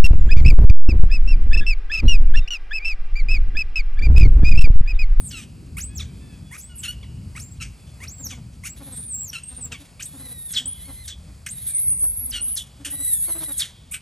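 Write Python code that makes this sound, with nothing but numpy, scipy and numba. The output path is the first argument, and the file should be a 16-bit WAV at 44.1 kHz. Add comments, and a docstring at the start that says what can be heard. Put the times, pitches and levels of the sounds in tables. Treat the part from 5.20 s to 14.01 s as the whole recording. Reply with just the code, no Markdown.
"""A young monkey on a stone slab opens with a diving whistle and a hoarse bark, then yelps that leap into whistles.
Far monkeys coo, mostly early on; from three seconds an adult nearby grunts in soft trills. Long shrill screeches
follow, then high whistles, hoarse screeches and two last barks. Voices are overtone stacks, rasp is fold slaps
ringing resonances, grunts are low throbs. Filtered noise makes the wind and distant traffic rumble and the
hiss throughout; an echo and a noise tail stand for trees and a wall."""
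import sys
import numpy as np
from scipy import signal
from scipy.fft import rfft, irfft, next_fast_len
from scipy.io import wavfile
from scipy.ndimage import uniform_filter1d
from numba import njit

SR = 44100
rng = np.random.default_rng(int(sys.argv[2]) if len(sys.argv) > 2 else 0)


def inscribe(sig):
    """Save sig as 16-bit PCM at rate SR to the path in sys.argv[1].

    A 1-D sig is mono; a 2-D sig holds one channel per row.
    Samples are clipped to [-1, 1] before scaling.
    """
    pcm = np.round(np.clip(np.atleast_2d(sig).T, -1, 1) * 32767)
    wavfile.write(sys.argv[1], SR, pcm.astype(np.int16))


N = 388521

SPLIT_HZ = 6500  # overtones below and above this have separate levels
TOP_HZ = 15750  # upper limit of the whole scene


def undb(db):
    """Decibels to an amplitude factor."""
    return 10 ** (np.asarray(db) / 20)


def unit(x):
    """Scales x to an RMS of 1."""
    return x / np.sqrt(np.mean(x ** 2))


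def read_spectrum(table, hz):
    """Reads a spectrum table on a log-frequency axis."""
    table_hz, values = np.transpose(table)
    return np.interp(np.log(np.maximum(hz, 1)), np.log(table_hz), values)


def shape_spectrum(x, gain):
    """Multiplies the spectrum of x by gain(Hz)."""
    size = next_fast_len(N + SR)
    bins_hz = np.arange(size // 2 + 1) * SR / size
    return irfft(rfft(x, size) * gain(bins_hz), size)[..., :N]


def hump(lo_hz, hi_hz, steep):
    """Gain curve that falls off below lo_hz and above hi_hz."""
    return lambda f: 1 / np.sqrt((1 + (lo_hz / (f + 1)) ** steep) * (1 + (f / hi_hz) ** steep))


def wander(rate):
    """Random levels held 1 / rate s and slewed twice; RMS 1."""
    hold = int(SR / rate)
    steps = np.repeat(rng.standard_normal(N // hold + 1), hold)
    return unit(uniform_filter1d(uniform_filter1d(steps, hold), hold)[:N])


def stretch(table, edge_s=.002):
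    """Sample indices of a timed table, soft ends, and its columns interpolated there."""
    times_s, *columns = np.transpose(table)
    i = np.arange(int(times_s[0] * SR), min(int(times_s[-1] * SR), N))
    t = i / SR
    fade = np.clip(np.minimum(t - times_s[0], times_s[-1] - t) / edge_s, 0, 1)
    return i, fade, [np.interp(t, times_s, c) for c in columns]


@njit
def moving_bandpass(x, hz, width_hz):
    """State-variable band-pass with a moving centre and gain 1 at that centre."""
    y, band, low = np.empty(len(x)), 0., 0.
    for i in range(len(x)):
        g, damping = np.tan(np.pi * hz[i] / SR), width_hz / hz[i]
        v = (band + g * (x[i] - low)) / (1 + g * (g + damping))
        band, low, y[i] = 2 * v - band, low + 2 * g * v, damping * v
    return y


def background():
    """Gusty rumble in three noise bands, and the hiss of leaves, insects and town as coloured noise."""
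    # rumble levels before the gusts: start_s, deep_db, middle_db, upper_db
    rumble = [(0.0, -39, -38, -45.5), (0.14, -38, -43.5, -48), (0.83, -37, -37, -43.5),
              (1.42, -47, -49, -53.5), (1.99, -38, -38, -46.5), (2.3, -45, -40, -53.5),
              (2.45, -33, -39.5, -62), (2.58, -47, -43, -56), (3.58, -46.5, -44.5, -55.5),
              (4.61, -48.5, -46.5, -56.5), (6.09, -44, -48.5, -56.5), (6.5, -53.5, -46.5, -64),
              (7.21, -38.5, -55, -52), (7.36, -47.5, -49, -60), (8.79, -50.5, -48.5, -59),
              (8.81, -62, -49, -69)]
    # colour of the hiss: frequency_hz, relative level_db
    air_colour = [(400, -3), (600, -3), (800, -6), (1200, -7.5), (1800, -12.5), (2600, -6.5), (3300, -40),
                  (3900, -13), (4800, -5.5), (6000, -18.5), (7200, -10), (8300, -11), (10200, -6.5),
                  (11700, -13), (13000, -42)]
    air_db = -57
    times_s, *levels = np.transpose(rumble)
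    deep_db, middle_db, upper_db = (np.interp(np.arange(N) / SR, times_s, c) for c in levels)

    def noise(gain):
        return unit(shape_spectrum(rng.standard_normal(N), gain))

    deep = noise(hump(53.7, 75, 7.53)) * undb(deep_db + 2.5 * wander(6))
    middle = noise(hump(54.5, 153.0, 7.34)) * undb(middle_db + 2.8 * wander(14))
    upper = noise(hump(125, 215, 6.76)) * undb(upper_db + 2.0 * wander(14))
    air = noise(lambda f: undb(read_spectrum(air_colour, f)) * hump(380, 12300, 14)(f))
    return deep + middle + upper + air * undb(air_db + 1.2 * wander(7.6))


def far_calls():
    """Thin coos from other monkeys: five harmonics of a wavering pitch, coloured by a fixed spectrum."""
    # pitch and level paths, one per call: time_s, fundamental_hz, level_db before the colour
    coos = [
        [(.68, 824, -54), (.78, 866, -66), (.93, 757, -62)],
        [(.99, 882, -62), (1.1, 861, -60), (1.19, 817, -63)],
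        [(1.23, 3410, -56), (1.35, 3436, -60), (1.5, 3330, -70)],
        [(1.49, 1480, -37), (1.53, 1425, -53.5), (1.575, 1325, -56)],
        [(2.56, 3460, -60), (2.68, 3430, -65), (2.8, 3420, -65)],
        [(6.47, 2520, -56), (6.57, 2106, -54), (6.8, 2100, -69), (7.1, 2088, -71)],
    ]
    # colour over the harmonics: frequency_hz, gain_db
    coo_colour = [(700, -25), (1500, -4), (2200, 0), (2800, 0), (3500, -1), (4600, -25)]
    out, waver = np.zeros(N), 0.00746 * wander(30)
    for table in coos:
        i, fade, (hz, db) = stretch(table, edge_s=0.034)
        phase = 2 * np.pi * np.cumsum(hz * (1 + waver[i])) / SR
        harmonics = sum(undb(read_spectrum(coo_colour, k * hz)) * np.sin(k * phase) for k in range(1, 6))
        out[i] += fade * undb(db) * harmonics
    return out


def tail(x, t60_s):
    """Scattered returns from trees and wall: decaying noise, strongest in the middle of the range."""
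    t = np.arange(SR) / SR
    response = rng.standard_normal(SR) * 1000. ** (-t / t60_s) * np.clip(t / 0.015, 0, 1)
    response = response / np.sqrt(np.sum(response ** 2))
    size = next_fast_len(N + SR)
    wet = irfft(rfft(x, size) * rfft(response, size), size)[:N]
    return shape_spectrum(wet, hump(2500, 2770, 5.8))


def throbs():
    """The adult's trills spelled out as (s, level dB, pitch Hz, overtones dB), a little uneven."""
    # trills before swell, arch and chance: first_throb_s, last_throb_s, throbs (count),
    # first_level_db, last_level_db, first_pitch_hz, last_pitch_hz, overtones_db
    trills = [(3.011, 3.185, 4, -46.5, -44.5, 259.6, 237.2, -7),
              (3.621, 3.797, 4, -43.5, -48.5, 277.4, 230, -3.5),
              (4.326, 4.527, 4, -49, -49, 251.3, 233.4, -2.5), (4.616, 4.616, 1, -49, -53, 288, 286, -6),
              (4.955, 5.111, 4, -43, -52.5, 269.8, 242.4, -6),
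              (5.363, 5.472, 3, -48, -46.5, 230.3, 258.7, -7.5),
              (5.698, 5.698, 1, -43, -42.5, 272.4, 274.6, -5), (6.095, 6.095, 1, -56.5, -55, 294.5, 300, 3),
              (6.729, 6.843, 2, -56.5, -52.5, 291.6, 296.7, 6.5),
              (7.034, 7.283, 5, -48, -50, 247, 245, -5.5), (7.612, 7.808, 4, -45, -43.5, 281.6, 274, -6),
              (8.098, 8.299, 4, -43, -41.5, 335.3, 288.8, -0.5)]
    swell_db, arch_ratio = 0.5, 0.031  # louder and higher in the middle
    out = []
    for first_s, last_s, count, db, last_db, hz, last_hz, over_db in trills:
        for a in np.linspace(0, 1, int(round(count))):
            arch, chance = np.sin(np.pi * a), rng.standard_normal(3)
            time_s = first_s + a * (last_s - first_s) + .004 * arch * chance[0]
            level_db = db + a * (last_db - db) + swell_db * arch + 0.6 * chance[1]
            pitch_hz = (hz + a * (last_hz - hz)) * (1 + arch_ratio * arch)
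            out.append((time_s, level_db, pitch_hz, over_db + 2.8 * chance[2]))
    return out


def grunts(length_s=.065):
    """Each throb: a soft swell of a low voice that bends in pitch, with breathy overtones."""
    out, t = np.zeros(N), np.arange(int(length_s * SR)) / SR
    breath = unit(shape_spectrum(rng.standard_normal(N), hump(280, 1000, 2.6)))
    hoarse = wander(120)
    for s, db, hz, over_db in throbs():
        i = int((s - length_s / 2) * SR) + np.arange(len(t))
        bent_t = t - .04 * (t - length_s / 2) ** 2 / length_s  # pitch sags through the throb
        phase = 2 * np.pi * hz * bent_t + .22 * hoarse[i]
        over = sum(k ** -1.2 * np.sin(k * phase) for k in range(2, 7))
        puffs = breath[i] * (1 + np.cos(phase))  # breath pulses with each cycle
        sound = 1.4 * np.sin(phase) + undb(over_db) * (1.5 * over + .5 * puffs)
        out[i] += undb(db) * np.hanning(len(t)) * sound
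    return out


def voiced():
    """Every voiced stretch of the young monkey as rows (s, pitch Hz, dB below the split, dB above it)."""
    # long screeches: time_s, pitch_hz, low_overtones_db, high_overtones_db (about the split)
    screeches = [
        [(4.863, 1925, -53, -40), (4.885, 1690, -60, -58), (4.955, 1723, -70, -46), (5.0, 2000, -60, -47),
         (5.055, 2062, -53, -58), (5.086, 1890, -57, -58), (5.13, 1990, -51.5, -51), (5.214, 1853, -55, -54),
         (5.27, 1862, -54, -60), (5.33, 1600, -56, -25)],
        [(5.561, 2220, -68, -51), (5.607, 1936, -54.5, -58), (5.673, 2216, -56, -55), (5.7, 2037, -59, -54),
         (5.819, 2045, -53, -55), (5.853, 1804, -50.5, -45), (5.889, 1400, -60, -34)],
        [(6.334, 2047, -54, -47), (6.364, 1847, -53, -43), (6.389, 1868, -52, -58), (6.427, 2220, -64, -61),
         (6.467, 2210, -65, -58)],
        [(7.72, 1898, -42, -43), (7.744, 1973, -53, -54), (7.8, 1940, -45, -31), (7.836, 1988, -44, -27),
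         (7.856, 1910, -48.5, -36.5), (7.882, 1994, -44.5, -30), (7.958, 1778, -47.5, -37),
         (8.0, 1680, -56, -34), (8.034, 1738, -60, -38), (8.078, 2260, -50, -49), (8.106, 2052, -50.5, -34),
         (8.171, 1953, -49, -31), (8.207, 2118, -53, -59)],
        [(8.241, 1792, -69, -51), (8.267, 2010, -43, -48), (8.28, 1950, -70.5, -50), (8.293, 1910, -48, -29),
         (8.313, 1917, -49, -60), (8.345, 1663, -47, -45), (8.367, 1600, -63, -47), (8.381, 1396, -68, -22),
         (8.411, 1137, -49.5, -24), (8.429, 1081, -38, -47)],
    ]
    # yelps, a chest note that breaks and leaps to a whistle: start_s, break_s, top_s, end_s,
    # first_hz, top_hz, last_hz, chest_db, chest_treble_db, leap_db, whistle_db
    yelps = [(.568, .592, .637, .7, 1030, 7950, 8320, -40, -37, -34, -32),
             (1.311, 1.366, 1.436, 1.519, 900, 7900, 8500, -46, -46, -52, -43),
             (2.151, 2.181, 2.231, 2.3, 926, 7380, 7330, -39, -55, -41, -42),
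             (2.802, 2.852, 2.925, 2.98, 900, 7600, 7600, -44, -52, -38, -40),
             (3.436, 3.464, 3.503, 3.54, 1000, 7630, 7800, -39, -42, -49, -35),
             (4.795, 4.81, 4.85, 4.882, 1080, 8700, 8660, -37, -52, -40, -37),
             (6.264, 6.272, 6.318, 6.344, 1250, 8800, 8700, -33, -47, -38, -31)]
    # path of the leap: share of its time (ratio), share of the top pitch (ratio), relative level_db
    leap_path = [(.2, 0.327, -20.5), (0.404, 0.707, 2), (0.724, .88, -6.5)]
    # free whistles, dives and swoops: time_s, pitch_hz, level_db
    whistles = [
        [(0.0, 9040, -40), (.03, 8900, -45), (.07, 8620, -33.5), (.094, 7120, -45), (.114, 4040, -55)],
        [(.75, 8010, -41), (.766, 7500, -35.5), (.782, 5950, -31), (.792, 5100, -40)],
        [(1.58, 8650, -58), (1.604, 7800, -38), (1.616, 7600, -41)],
        [(2.3, 7430, -73), (2.325, 7700, -46), (2.349, 7600, -61)],
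        [(2.98, 7470, -47), (3.027, 7330, -41), (3.043, 6700, -35), (3.069, 5760, -28), (3.085, 4550, -65)],
        [(3.724, 8460, -40), (3.749, 8270, -46), (3.775, 8780, -35.5), (3.841, 9460, -38.5), (3.877, 9170, -36),
         (3.949, 7630, -29.5), (4.039, 7700, -32), (4.066, 6850, -39), (4.105, 5450, -31.5)],
        [(4.234, 8340, -33), (4.252, 8300, -50), (4.29, 8690, -35), (4.358, 8700, -57), (4.37, 8960, -35.5),
         (4.402, 8800, -49), (4.412, 8300, -33.5), (4.458, 7460, -34), (4.474, 7550, -54)],
        [(5.456, 7900, -22.5), (5.466, 8410, -27.5), (5.482, 9570, -23), (5.505, 9700, -33), (5.537, 9690, -29)],
        [(6.481, 9670, -25), (6.529, 9350, -34), (6.555, 9470, -18), (6.581, 9690, -23), (6.631, 10820, -28),
         (6.691, 10010, -15.5), (6.757, 9430, -24.5), (6.801, 9620, -27), (6.835, 10240, -17),
         (6.89, 10600, -22.5), (6.96, 10600, -35), (6.982, 11080, -26), (7.04, 11320, -30.5),
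         (7.07, 10710, -26)],
        [(7.208, 8660, -31.5), (7.224, 9390, -22), (7.272, 10740, -28), (7.285, 10800, -22),
         (7.303, 10820, -24.5), (7.347, 10750, -27)],
    ]
    # barks: start_s, peak_s, end_s, first_hz, peak_hz, last_hz, peak_db, treble_db against the peak
    barks = [(.114, .155, 0.22, 1550, 1330, 1171, -37.5, -20),
             (.796, 0.806, 0.82, 1397, 1228, 1048, -34, -10),
             (1.633, 1.654, 1.674, 1618, 1376, 1314, -28, -18),
             (1.679, 1.684, 1.716, 1372, 1418, 1489, -26.5, -7),
             (1.828, 1.832, 1.85, 1210, 1160, 920, -43, -24),
             (2.401, 2.429, 2.424, 1397, 1250, 1062, -33, -10),
             (3.109, 3.135, 3.149, 1298, 1123, 1017, -42, -7),
             (4.131, 4.165, 4.19, 1540, 1320, 1390, -29, -18),
             (4.522, 4.531, 4.568, 1388, 1260, 1049, -37, -22),
             (7.125, 7.155, 7.21, 1622, 1462, 1433, -29, -21),
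             (8.71, 8.725, 8.733, 1003, 1220, 1300, -47, 17.5),
             (8.73, 8.736, 8.73, 988, 1119, 1536, -32.5, -17)]
    chest_rise = 1.45  # pitch ratio over the chest note
    whistle_fade_db, octave_db, off_db = -18, -12.5, -68
    bark_start_db, bark_end_db = -8, -10.5  # against the peak
    out = list(screeches)
    for start_s, break_s, top_s, end_s, hz, top_hz, last_hz, chest_db, treble_db, leap_db, db in yelps:
        leap = []
        for time_share, pitch_share, step_db in leap_path:
            high_db = db + octave_db + step_db * (time_share < .5)
            leap.append((break_s + time_share * (top_s - break_s), pitch_share * top_hz,
                         leap_db + step_db, high_db))
        out.append([(start_s, hz, chest_db, treble_db), (break_s, chest_rise * hz, chest_db, treble_db), *leap,
                    (top_s, top_hz, off_db, db), (end_s, last_hz, off_db, db + whistle_fade_db)])
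    for table in whistles:
        out.append([(s, hz, off_db, db) if hz > SPLIT_HZ else (s, hz, db, db + octave_db)
                    for s, hz, db in table])
    for start_s, peak_s, end_s, hz, peak_hz, last_hz, db, treble_db in barks:
        rows = ((start_s, hz, bark_start_db), (peak_s, peak_hz, 0), (end_s, last_hz, bark_end_db))
        out.append([(t, f, db + d, db + d + treble_db) for t, f, d in rows])
    return out


def rasp_controls():
    """Throat, mouth and shrill levels (dB) and two resonances (Hz), each pulled to the loudest rasp."""
    # hoarse bursts that open and close the calls: peak_s, attack_s, hold_s, fall (dB/s),
    # throat_db, mouth_db, shrill_db, throat_hz, shrill_hz (resonances)
    bursts = [(0.115, 0.018, 0.078, 350, -42.5, -44, -43.5, 2950, 7640),
              (0.583, 0.02, 0.012, 550, -40, -41.5, -30.5, 2230, 10360),
              (0.794, .02, 0.017, 400, -39.5, -42.5, -53, 3460, 5800),
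              (1.349, .05, 0.0044, 450, -40.5, -42, -44, 1970, 9350),
              (1.383, 0.028, 0.005, 270, -65, -48, -37, 3400, 10600),
              (1.558, .015, .03, 324, -59, -72, -38, 2495, 10200),
              (1.636, 0.0088, .006, 254, -30.5, -36, -30.5, 2963, 9600),
              (2.165, 0.015, 0.0067, 380, -41, -41.5, -37.5, 2150, 7800),
              (2.198, .02, 0.0092, 380, -60, -49, -36, 3000, 9200),
              (2.409, 0.0055, 0.023, 397, -36.5, -39, -44, 2400, 7710),
              (2.839, 0.046, 0.0021, 800, -42, -43, -41.5, 2223, 9350),
              (3.073, 0.038, 0.0042, 303, -54, -56, -43, 4550, 5970),
              (3.113, 0.028, 0.0038, 300, -44, -48, -51, 2970, 6320),
              (3.456, 0.024, 0.0048, 550, -35, -33.5, -30, 2290, 9800),
              (4.133, .007, 0.023, 270, -38, -41, -39.5, 2800, 8160),
              (4.52, 0.0077, 0.019, 497, -37, -43.5, -46, 2750, 7330),
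              (4.801, 0.0048, 0.0033, 700, -35.5, -46, -39, 2560, 8430),
              (4.831, 0.027, 0.0024, 750, -58, -44, -38, 3440, 7080),
              (5.336, 0.016, 0.071, 600, -36, -34, -35.5, 3500, 7626),
              (5.881, 0.01, 0.0089, 500, -37.5, -34, -37, 3600, 7604),
              (6.264, 0.004, 0.0057, 900, -35, -38, -32, 2240, 8260),
              (7.129, 0.02, 0.033, 422, -32, -40, -34.5, 3055, 8310),
              (7.37, 0.024, 0.0068, 318, -45, -35.5, -27.5, 3597, 9700),
              (7.609, 0.019, 0.0084, 700, -53, -51, -49, 3200, 8400),
              (7.649, .004, 0.028, 402, -33, -37.5, -30, 2840, 8990),
              (8.402, 0.026, 0.0047, 288, -26, -29, -27, 3653, 9360),
              (8.722, .015, 0.023, 498, -42, -50, -33.5, 2403, 8300),
              (8.742, 0.016, 0.0028, 450, -36, -47, -45, 2404, 8780)]
    # rasp held through the long calls: time_s, throat_db, shrill_db
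    held_rasp = [
        [(0.0, -57, -37.5), (.1, -75, -40.5)],
        [(3.56, -57.5, -51), (3.67, -55.5, -42), (3.83, -57, -40.5), (4.0, -81, -56)],
        [(4.23, -74, -54), (4.33, -57.5, -52), (4.5, -67, -62), (4.614, -57, -53), (4.76, -84, -79)],
        [(4.855, -55, -32), (4.92, -53.5, -44), (4.96, -51.5, -40.5), (5.276, -59.5, -33), (5.32, -52, -43)],
        [(5.46, -58, -59), (5.565, -58.5, -38.5), (5.83, -59, -45), (5.865, -49, -34)],
        [(6.3, -52, -32), (6.354, -56, -38.5), (6.462, -49.5, -30.5), (6.472, -48, -22.5), (6.56, -56, -34),
         (6.6, -56, -23.5), (6.693, -73, -31.5), (7.09, -61.5, -28.5), (7.115, -68, -25)],
        [(7.21, -68, -45.5), (7.244, -58, -39), (7.333, -66, -48), (7.357, -64, -17)],
        [(7.7, -56, -29), (7.764, -56, -30.5), (7.986, -55.5, -19.5), (8.062, -52, -26.5), (8.19, -52, -27),
         (8.225, -40.5, -28), (8.26, -53, -28.5), (8.341, -49, -27), (8.385, -47, -27)],
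    ]
    held_mouth_db, held_throat_hz, held_shrill_hz = -4.5, 3715, 10220  # mouth against the throat
    rest_db, rest_throat_hz, rest_shrill_hz = -69, 3240, 8130  # faint rasp between calls
    burst_from_db = -30  # one attack time ahead of the peak, against the peak
    haze_db = -26  # breath around a whistle, against the whistle
    power = np.full((3, N), undb(2 * rest_db))
    pull = power[[0, 2]] * [[rest_throat_hz], [rest_shrill_hz]]  # resonances weighted by power

    def add(i, dbs, throat_hz, shrill_hz, fade):
        p = fade * undb(2 * np.array(dbs))
        power[:, i] += p
        pull[0, i] += p[0] * throat_hz
        pull[1, i] += p[2] * shrill_hz

    for peak_s, attack_s, hold_s, fall, *dbs, throat_hz, shrill_hz in bursts:
        i = np.arange(int((peak_s - .08) * SR), min(int((peak_s + .3) * SR), N))
        late_s = i / SR - peak_s
        loss_db = np.maximum(burst_from_db * late_s / attack_s, fall * np.maximum(late_s - hold_s, 0))
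        add(i, np.array(dbs)[:, None] - loss_db, throat_hz, shrill_hz, 1)
    for table in held_rasp:
        i, fade, (throat_db, shrill_db) = stretch(table, edge_s=0.0041)
        fade = np.where(i < .01 * SR, 1, fade)  # the first rasp is already sounding at the start
        add(i, (throat_db, throat_db + held_mouth_db, shrill_db), held_throat_hz, held_shrill_hz, fade)
    for table in voiced():
        i, fade, (hz, _, db) = stretch(table)
        whistling = fade * (hz > SPLIT_HZ) * np.array([[0], [0], [1]])  # shrill row only
        add(i, (db, db, db + haze_db), 0, hz, whistling)
        pull[1, i] += whistling[2] * (hz * power[2, i] - pull[1, i])  # a whistle takes the resonance along
    return (*(10 * np.log10(power)), *uniform_filter1d(pull / power[[0, 2]], size=200))


def slaps():
    """Fold slaps in turbulence: in step with a low voice (every second cycle in a long scream), else chaotic."""
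    hz, held = np.full(N, 1350.), np.zeros(N)
    for table in voiced():
        i, fade, (pitch_hz, _, _) = stretch(table)
        chest = pitch_hz < 2400
        every = 2 if chest.sum() > .12 * SR else 1
        hz[i[chest]], held[i[chest]] = pitch_hz[chest] / every, fade[chest]
    jitter = (.25 * (1 - held) + .011 * held) * np.clip(wander(900), -2, 2)
    hz *= 1 + .006 * wander(45) + jitter
    phase = 2 * np.pi * np.cumsum(hz) / SR
    pulses = np.diff(np.exp(150. * (np.cos(phase) - 1)), prepend=0)
    turbulence = (1.1 - 0.34 * held) * rng.standard_normal(N)
    return (unit(pulses) + turbulence) * undb(3.07 * wander(60))


def rasp():
    """The slaps ring throat, mouth and the shrill gap between the teeth."""
    # scream endings, where the mouth closes and its resonance plunges:
    # start_s, level_db before the swell, final_hz, plunge_s
    plunges = [(0.077, -44.5, 2550, 0.037), (5.323, -23, 3250, 0.021), (5.865, -39, 3350, 0.019),
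               (7.085, -34.5, 2933, 0.031), (7.344, -29.5, 3300, 0.0205), (8.37, -26, 3092, 0.028)]
    source, everywhere = slaps(), np.arange(N)

    def ring(i, hz, width_hz):
        hz = hz + 0. * i  # a fixed resonance becomes a path
        sound = source[i]
        for _ in range(3):
            sound = moving_bandpass(sound, hz, width_hz)
        return unit(sound)

    throat_db, mouth_db, shrill_db, throat_hz, shrill_hz = rasp_controls()
    throat = ring(everywhere, throat_hz, 1220.0) + 0.41 * ring(everywhere, 1820.0, 1300.0)
    mouth = ring(everywhere, 6310.0, 4060.0)
    shrill = ring(everywhere, shrill_hz, 2730.0) + 0.68 * ring(everywhere, 10670.0, 2760.0)
    shrill = shrill + 0.25 * ring(everywhere, shrill_hz, 720.0)
    out = undb(throat_db) * unit(throat) + undb(mouth_db) * mouth + undb(shrill_db) * unit(shrill)
    for start_s, db, end_hz, plunge_s in plunges:
        t = np.arange(int(.1 * SR)) / SR
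        i = int(start_s * SR) + np.arange(len(t))
        hz = end_hz + (9500 - end_hz) * np.exp(-(t / plunge_s) ** 1.63)
        out[i] += undb(db) * np.sin(np.pi * t / t[-1]) ** 2.55 * ring(i, hz, 590.0)
    return shape_spectrum(out, hump(1200, 12300, 20))


def voice():
    """Overtone stack of the folds, weighted by the vocal tract; pitch and strength tremble."""
    # vocal tract: frequency_hz, gain_db
    tract = [(900, 2), (1500, -12), (2000, 4.5), (2700, -7.5), (3900, -3.5), (4700, -5), (6000, -1),
             (7500, 0.5), (10000, 16), (12000, 2), (13200, -11), (15500, -15)]
    out, waver = np.zeros(N), 0.00501 * wander(40) + 0.00834 * wander(500)
    shimmer = undb(1.6 * wander(70))
    k = np.arange(1, 17)[:, None]  # overtone numbers
    throat_hz = rasp_controls()[3]
    for table in voiced():
        i, fade, (hz, low_db, high_db) = stretch(table)
        hz = hz * (1 + waver[i])
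        limit_hz = np.where(k > 2, 13300, TOP_HZ)
        weight = undb(read_spectrum(tract, k * hz)) * k ** -.3 * (k * hz < limit_hz)
        # the throat resonance of the moment lifts the nearest overtone
        weight = weight * (1 + 18.6 / (1 + ((k * hz - throat_hz[i]) / 610.0) ** 2))
        high = 1 / (1 + (SPLIT_HZ / (k * hz)) ** 24)  # share above the split
        waves = np.sqrt(2) * np.sin(k * 2 * np.pi * np.cumsum(hz) / SR)
        for share, db in ((1 - high, low_db), (high, high_db)):
            part = weight * share
            strength = np.sqrt((part ** 2).sum(0) + 1e-9)
            out[i] += fade * undb(db) * (part * waves).sum(0) / strength
    return out * shimmer * (1 + .25 * wander(900))  # fast flutter thickens every line


def scene():
    """Near and far calls with wall echo and tail over the background, as left and right."""
    # sound unrelated between the two sides: frequency_hz, share (ratio)
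    apart = [(60, 0.016), (200, 0.18), (600, 0.52), (1500, 0.49), (3000, 0.017), (6000, 0.012),
             (8500, 0.027), (9500, 0.11), (11500, 0.15), (12500, .1)]
    echo_s, echo_db = .021, -14  # first return from the wall
    near, far = voice() + rasp() + grunts(), far_calls()
    near = near + undb(echo_db) * np.roll(near, int(echo_s * SR))
    calls = near + undb(18) * far  # far calls feed the tail more strongly
    mid = near + far + undb(-12.5) * tail(calls, 1.27) + background()
    # diffuse sound differs between the sides
    diffuse = undb(-24) * tail(calls, .9) + background()
    side = shape_spectrum(diffuse, lambda f: np.clip(read_spectrum(apart, f), 0, 1))
    return np.array([mid + side, mid - side])


def record(dry):
    """Sound reaches two ports with a pitch-dependent lag, the bass leans left; the top is cut."""
    # lag between the ports: frequency_hz, phase by which right leads left (radians)
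    ports = [(300, 0), (1500, -.3), (3100, -.7), (4500, -.5), (6900, -.05), (7800, -.4), (8600, .1),
             (9000, 1.3), (10300, 3.15), (11700, 5.8), (12300, 6.3), (13400, 9.3), (14100, 9.9),
             (15200, 12.4)]
    # balance: frequency_hz, left minus right level_db
    left_lean = [(60, .3), (150, 1.4), (600, 1.7), (1200, .2), (3000, -.1)]
    port_hz, lead = np.transpose(ports)
    sides = np.array([[-.5], [.5]])  # left, right

    def port_gain(f):
        lag = np.exp(1j * sides * np.interp(f, port_hz, lead))
        return lag * undb(-sides * read_spectrum(left_lean, f))

    wet = shape_spectrum(dry, port_gain)
    return signal.sosfilt(signal.ellip(10, .2, 80, TOP_HZ, fs=SR, output="sos"), wet)


dry = scene()
out = record(dry)
inscribe(out)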